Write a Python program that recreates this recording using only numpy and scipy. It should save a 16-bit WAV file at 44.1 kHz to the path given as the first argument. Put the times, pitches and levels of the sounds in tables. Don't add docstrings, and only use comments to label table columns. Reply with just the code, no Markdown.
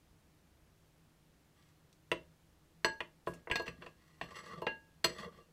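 import sys
import numpy as np
from scipy import signal
from scipy.io import wavfile
from scipy.ndimage import uniform_filter1d

SR = 44100
rng = np.random.default_rng(int(sys.argv[2]) if len(sys.argv) > 2 else 0)


def dump(signal):
    limited = np.clip(np.atleast_2d(signal).T, -1, 1)
    pcm = np.round(limited * 32767).astype(np.int16)
    wavfile.write(sys.argv[1], SR, pcm)


def nominal_scale(level):
    x = np.asarray(level, float) / 20
    return 10 ** x


N = 243431

# pitch_hz, level_db, time to fall 60 dB fade_s
TABLE_TONES = [(45, -13, .3), (68, -7, .35), (125, -7, .2), (172, -1, .16), (255, -1, .12)]


def evened(x):
    return x / np.sqrt(np.mean(x ** 2) + 1e-20)


def read(points, hz):
    f, value = np.transpose(points)
    return np.interp(np.log(hz + 1), np.log(f + 1), value)


def add(mix, start_s, sound):
    part = mix[round(start_s * SR):][:len(sound)]
    part += sound[:len(part)]


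def resonate(x, hz, width_hz):
    r = np.exp(-np.pi * width_hz / SR)
    feedback = [1, -2 * r * np.cos(2 * np.pi * hz / SR), r * r]
    return (1 - r * r) / 2 * signal.lfilter([1, 0, -1], feedback, x)


def ringing(modes, length_s, contact_s):
    t = np.arange(round(length_s * SR)) / SR
    hz, db, fade_s = np.transpose(modes)[:, :, None]
    luck = rng.standard_normal((2, len(modes), 1))
    build = np.minimum(2 * t / contact_s, 1)
    decay_db = 60 * np.maximum(t - contact_s, 0) / fade_s
    swing = nominal_scale(db + 0.46 * luck[1] - decay_db) * build
    sound = (np.sign(luck[0]) * swing * np.sin(2 * np.pi * hz * t)).sum(0)
    return sound / abs(sound).max()


def knock(db, low_db, slope_db, wall):
    # pitch_hz, level_db, fade_s (60 dB)
    floor_tones = [(1500, -6, .02), (1810, -4, .03), (2070, -9, .025), (2330, -10, .025), (2720, -1, .055),
                   (2990, -5, .04), (3330, -12, .04), (4350, -18, .03), (4870, -20, .03), (6950, -20, .03),
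                   (8410, -14, .035), (10450, -22, .03), (11680, -25, .04), (13550, -26, .02)]
    # pitch_hz, level_db, fade_s (60 dB)
    wall_tones = [(1900, -4, .03), (2082, -2, .025), (2640, -16, .04), (3336, -8, .03), (3692, -9, .035),
                  (4247, 1, .04), (4498, -8, .03), (4780, -4, .028), (4965, -9, .03), (5955, -5, .04),
                  (6570, -22, .04), (7300, -17, .03), (7913, -11, .025), (8850, -25, .04),
                  (10050, -23, .04), (10850, -26, .04), (11350, -27, .03), (12440, -19, .04),
                  (14500, -28, .02)]
    # pitch_hz, level_db, fade_s (60 dB)
    foot_tones = [(350, -2, .06), (440, 0, .05), (535, -5, .06), (590, -6, .06), (650, -2, .065),
                  (800, -14, .04), (990, -4, .05), (1090, -5, .05), (1250, -9, .04)]

    wall = np.clip(wall, 0, 1)
    contact_s = .0004 + .007 * wall ** 4
    t = np.arange(1300) / SR
    bounces = rng.standard_normal(1300) * (rng.random(1300) < .12)
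    chatter = 0.86 * bounces * np.exp(-t / (contact_s + 0.00081))
    chatter[0] = 1
    rattle = signal.fftconvolve(chatter, crowd())

    bowl = nominal_scale(-1.5 - 6.5 * wall ** 2) * rattle / abs(rattle).max()
    bottom_ring = ringing(floor_tones, .1, contact_s)
    wall_ring = ringing(wall_tones, .1, contact_s)
    add(bowl, 0, (1 - wall) * bottom_ring + wall * wall_ring)
    bowl = softened(bowl, slope_db)

    out = nominal_scale(low_db - 21 - 6 * wall) * ringing(TABLE_TONES, 0.32, 0.0061)
    add(out, .001, nominal_scale(low_db) * ringing(foot_tones, .15, contact_s + 0.0037))
    add(out, 0, bowl / abs(bowl).max())
    return nominal_scale(db) * out


def crowd():
    # pitch_hz, level_db, fade_s (60 dB)
    faint_tones = [(100, -39, 0.045), (340, -5, 0.047), (971, -0.5, 0.015), (2210, 0, 0.048),
                   (2880, 0, 0.04), (4000, -12.5, 0.04), (8500, -26, 0.048), (14600, -33.5, 0.076)]
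    f, db, fade_s = np.transpose(faint_tones)
    hz, t, z = signal.stft(rng.standard_normal(SR // 5), SR, nperseg=128)
    decay_db = 60 * t / read(np.c_[f, fade_s], hz)[:, None]
    z = z * nominal_scale(read(np.c_[f, db], hz)[:, None] - decay_db)
    sound = signal.istft(z, SR, nperseg=128)[1]
    return sound / abs(sound).max()


def softened(x, slope_db):
    hz = abs(np.fft.fftfreq(2048, 1 / SR))
    log_gain = np.log(nominal_scale(slope_db * np.log2(1 + (hz / 2000) ** 2) / 2))
    taps = np.fft.ifft(np.exp(log_gain - 1j * signal.hilbert(log_gain).imag)).real
    return signal.fftconvolve(x, taps[:512])[:len(x)]


def ring(start_s, blow_db, lean_db, place_deg, cut_hz):
    # pitch_hz, split of the pair split_hz, fade_s (60 dB), level_db
    rim_tones = [(890, 3, .45, 0), (1647, 3, .4, 0), (2776, 4, .27, 0), (4230, 40, .22, 4),
                 (5940, 40, .17, -3), (7870, 30, .12, 0), (10100, 60, .12, -14), (12400, 60, .1, -12)]
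    # start_s, loss_db
    touches = [(3.004, -14), (3.555, -14), (3.665, -12), (4.667, -14)]

    t = np.arange(SR // 2) / SR
    out = np.zeros(len(t))
    for k, (hz, split_hz, fade_s, db) in enumerate(rim_tones):
        phase = rng.random() + np.array([0, split_hz / 200])
        upper = np.sin(2 * np.pi * ((hz + split_hz / 2) * t + phase[0]))
        lower = np.sin(2 * np.pi * ((hz - split_hz / 2) * t + phase[1]))
        pair = upper + .35 * lower
        place = np.sqrt(np.cos((k + 2) * np.radians(place_deg)) ** 2 + .003)
        lean = nominal_scale(lean_db * np.log2(hz / rim_tones[0][0]))
        contact = lean / np.sqrt(1 + (hz / cut_hz) ** 12)
        out += place * contact * nominal_scale(blow_db + db - 60 * t / fade_s) * pair
    loss_db = sum(db * np.clip((start_s + t - at) / .004, 0, 1)
                  for at, db in touches if at > start_s + .01)
    return out * nominal_scale(loss_db) * (1 - np.exp(-t / 0.0024))


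def drag(length_s, db, load_db, speed_db):
    # pitch_hz, width_hz, level_db
    glaze_groups = [
        [(70, 60, -8), (180, 60, 1), (370, 90, -3), (475, 70, 0), (600, 90, 0)],
        [(1065, 60, -7), (1175, 60, 0), (1290, 70, -13), (880, 90, -14), (1420, 200, -17)],
        [(1650, 60, -6), (1920, 220, -1), (2100, 150, -4), (2790, 130, -9), (3320, 250, -5), (2600, 2200, -15)],
        [(4255, 110, 1), (4500, 90, -4), (4800, 110, -7), (5290, 120, -14), (5935, 80, 0), (7310, 150, -15),
         (7880, 60, -5), (10100, 70, -10), (11900, 100, -21), (12420, 90, -16), (15200, 120, -22),
         (4200, 2000, -14), (8500, 9000, -31)],
    ]
    # level_db, load_share [0-1], speed_share [0-1]
    group_follow = [(2, 0.88, 0.12), (1, 0, 0.15), (-2.5, 0.042, 0.59), (-10, 0.14, 0.77)]

    slips_per_s, clump_s, settle_s = 9000, .006, .04
    t = np.arange(0, length_s + settle_s, 1 / SR)
    clumps = evened(uniform_filter1d(rng.standard_normal(len(t)), round(clump_s * SR)))
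    slips = nominal_scale(2 * rng.exponential(1, len(t)) + 3.5 * clumps)
    slips *= rng.choice([-1, 1], len(t)) * (rng.random(len(t)) < slips_per_s / SR)
    slips *= abs(np.sin(np.pi * np.minimum(t / length_s, 1) ** 0.55)) ** 1.26

    sound = np.zeros(len(t))
    for (group_db, load, speed), group in zip(group_follow, glaze_groups):
        part = np.zeros(len(t))
        for k, (hz, width_hz, tone_db) in enumerate(group):
            wide_hz = 1.1 * width_hz
            spot_db = 2.4 * rng.standard_normal()
            tone = resonate(resonate(slips, hz, wide_hz), hz, wide_hz)
            part += (-1) ** k * nominal_scale(tone_db + spot_db) * tone
        sound += nominal_scale(db - 5.5 + group_db + load * load_db + speed * speed_db) * evened(part)
    return sound


def pop(db, hz, fade_s):
    t = np.arange(4000) / SR
    fizz = resonate(resonate(rng.standard_normal(4000), hz, hz), hz, 2 * hz)
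    return nominal_scale(db - 8.0) * evened(fizz) * np.exp(-t / fade_s)


def room(x):
    # pitch_hz, fade_s (60 dB)
    room_fade = [(150, 0.38), (500, 0.26), (2000, 0.19), (6000, 0.23), (14000, 0.044)]
    # delay_s, gain [x]
    near_echoes = [(.0011, .2), (.0034, -.25), (.0061, .16), (.0095, -.14), (.014, .11), (.021, -.09)]

    taps = np.zeros(SR // 2)
    at = np.arange(300, SR // 2 - 20, 20)
    taps[at + rng.integers(0, 20, len(at))] = rng.choice([-1., 1.], len(at))
    hz, t, z = signal.stft(taps, SR, nperseg=256)
    fading = nominal_scale(-60 * t / read(room_fade, hz)[:, None])
    tail = signal.istft(z * fading, SR, nperseg=256)[1]
    tail *= nominal_scale(-13.5) / np.linalg.norm(tail)
    for delay_s, gain in near_echoes:
        tail[round(delay_s * SR)] += gain
    return x + signal.fftconvolve(x, tail)[:N]


def air():
    # pitch_hz, level_db (per Hz)
    hiss_colour = [(12, -36.5), (20, -10.5), (53, -6), (70, -10.5), (86, -4.5), (120, -8.5), (154, -12),
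                   (172, -18.5), (193, -10.5), (310, -14.5), (434, -16.5), (1030, -22.5), (1910, -25.5),
                   (14300, -36), (16000, -39)]
    # pitch_hz, width_hz, level_db
    hum_tones = [(64, 16, -77), (157, 18, -73), (315, 24, -82)]

    hz = np.fft.rfftfreq(2048, 1 / SR)
    a, b, patches = rng.standard_normal((N // 512 + 5, 1025, 3)).T
    patches = evened(uniform_filter1d(uniform_filter1d(patches, 20, 0), 8, 1))
    z = (a + 1j * b) * nominal_scale(read(hiss_colour, hz)[:, None] + 0.37 * patches)
    out = nominal_scale(-69.5) * evened(signal.istft(z, nperseg=2048, noverlap=1536)[1][:N])
    noise = rng.standard_normal(N)
    for f, width_hz, db in hum_tones:
        out += nominal_scale(db) * evened(resonate(resonate(noise, f, width_hz), f, width_hz))
    return out


def scene():
    # start_s, level_db (peak), low_db (low knock against the blow),
    # slope_db (treble, per octave), wall [share 0-1]
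    knocks = [(2.1156, -18, -3.5, -2.5, 0), (2.8455, -13, -7, -3, 0.66), (3.0045, -23, -9, -6.5, 0.12),
              (3.2708, -28, 6, -18.5, 0.49), (3.336, -42, -8, -2.5, 0.36), (3.4722, -34, 0.5, -37, 0.46),
              (3.4995, -30.5, 1, -9, 0.3), (3.5132, -16.5, -15, -7.5, 0.29), (3.5565, -19, -30, -3.5, 0.56),
              (3.596, -33.5, 6, -1.5, 0.6), (3.618, -48, 6, 9, 0.9), (3.665, -39.5, -9, -4, 0.4),
              (3.679, -30.5, -14, -4.5, 0.3), (3.8215, -38, -4.5, -7, 0.3),
              (3.863, -37.5, -5.5, -5.5, 0.14), (4.2125, -25, -8.5, -7, 0.22), (4.618, -42, 16, 2.5, 0.28),
              (4.638, -55.5, 12.5, -16, 0.8), (4.667, -19.5, -12.5, -12, 0.48),
              (5.0419, -11, -11.5, 2.5, 0.89)]
    # start_s, level_db
    shoves = [(2.2, -58), (3.289, -40), (3.36, -54), (3.679, -41.5), (3.78, -49), (4.2127, -46.5),
              (5.05, -42)]
    # start_s, level_db, lean_db (to high tones, per octave),
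    # place_deg (round the rim), cut_hz (top of the contact)
    rings = [(2.118, -61.5, 8, 36, 2530), (2.846, -32.5, -1, 64.5, 2600), (2.849, -41, 1, 22, 8500),
             (3.005, -55.5, -10, 21, 7100), (3.272, -61.5, 29, 19.4, 1316), (3.512, -46, 27, 20.6, 1430),
             (3.554, -40.5, 18.5, 25.2, 1810), (3.692, -78, 21, 67, 1900), (3.864, -68, 20, 26.5, 1525),
             (4.214, -74.5, 22.9, 19.8, 2435), (4.619, -36.5, 17.5, 31.5, 1080),
             (4.667, -40.5, 5, 16.1, 3200), (5.044, -71.5, 14, 20, 6560), (5.404, -93, 18.5, 18.7, 3620)]
    # start_s, length_s, level_db, load_db, speed_db
    strokes = [(1.549, 0.22, -79.5, -12, 13), (3.279, 0.16, -70.5, 5, 5), (3.656, 0.05, -52.5, 2.5, 5),
               (3.7, 0.27, -77.5, 10, 7), (3.806, 0.1, -59.5, -0.5, -3.5), (3.94, 0.6, -76.5, -7, 11.5),
               (4.22, 0.056, -58.5, -1, 4.5), (4.272, 0.044, -61, -1, 1), (4.305, .045, -54, -5, -2.5),
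               (4.34, 0.085, -52.5, -6, 10), (4.411, 0.095, -60.5, -0.5, 6), (4.452, 0.074, -55, -3, 2.5),
               (4.494, 0.076, -45.5, -7.5, -9.5), (4.551, 0.081, -55, 5, -9.5),
               (5.044, 0.12, -59.5, 8.5, 17.5), (5.141, 0.071, -58.5, -1, 6), (5.18, 0.061, -48, -4, 1.5),
               (5.222, 0.058, -45.5, -5, -7), (5.255, 0.043, -52.5, 6.5, -15), (5.315, .05, -64.5, -3, -3),
               (5.352, 0.064, -60.5, 0, -6.5), (5.388, 0.066, -73, 5.5, -1)]
    # start_s, level_db (peak), pitch_hz, fade_s
    pops = [(1.625, -57, 2520, 0.0049), (1.688, -57, 3450, .004), (1.928, -50.5, 4000, 0.0032),
            (2.339, -64, 3020, 0.0041), (2.619, -66, 2500, 0.0044), (3.265, -49, 3000, 0.0071),
            (3.273, -52.5, 8000, 0.034), (3.338, -48.5, 6100, 0.0098), (3.865, -62, 2750, 0.029),
            (5.485, -52, 170, 0.017)]

    bowl = np.zeros(N)
    for start_s, *row in knocks:
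        add(bowl, start_s, knock(*row))
    for start_s, db in shoves:
        add(bowl, start_s, nominal_scale(db) * ringing(TABLE_TONES, .35, 0.013))
    for start_s, *row in rings:
        add(bowl, start_s, ring(start_s, *row))
    for start_s, *row in strokes:
        add(bowl, start_s, drag(*row))
    for start_s, *row in pops:
        add(bowl, start_s, pop(*row))
    return (nominal_scale(-2.5) * room(bowl) + air())[None]


def roll_off(x):
    return signal.sosfilt(signal.butter(12, 16220, fs=SR, output="sos"), x)


def record(dry):
    top_edge = signal.firwin(255, 15850, window=("kaiser", 9), fs=SR)
    heard = signal.oaconvolve(dry, top_edge[None], "same")
    return roll_off(heard)


dry = scene()
out = record(dry)
dump(out)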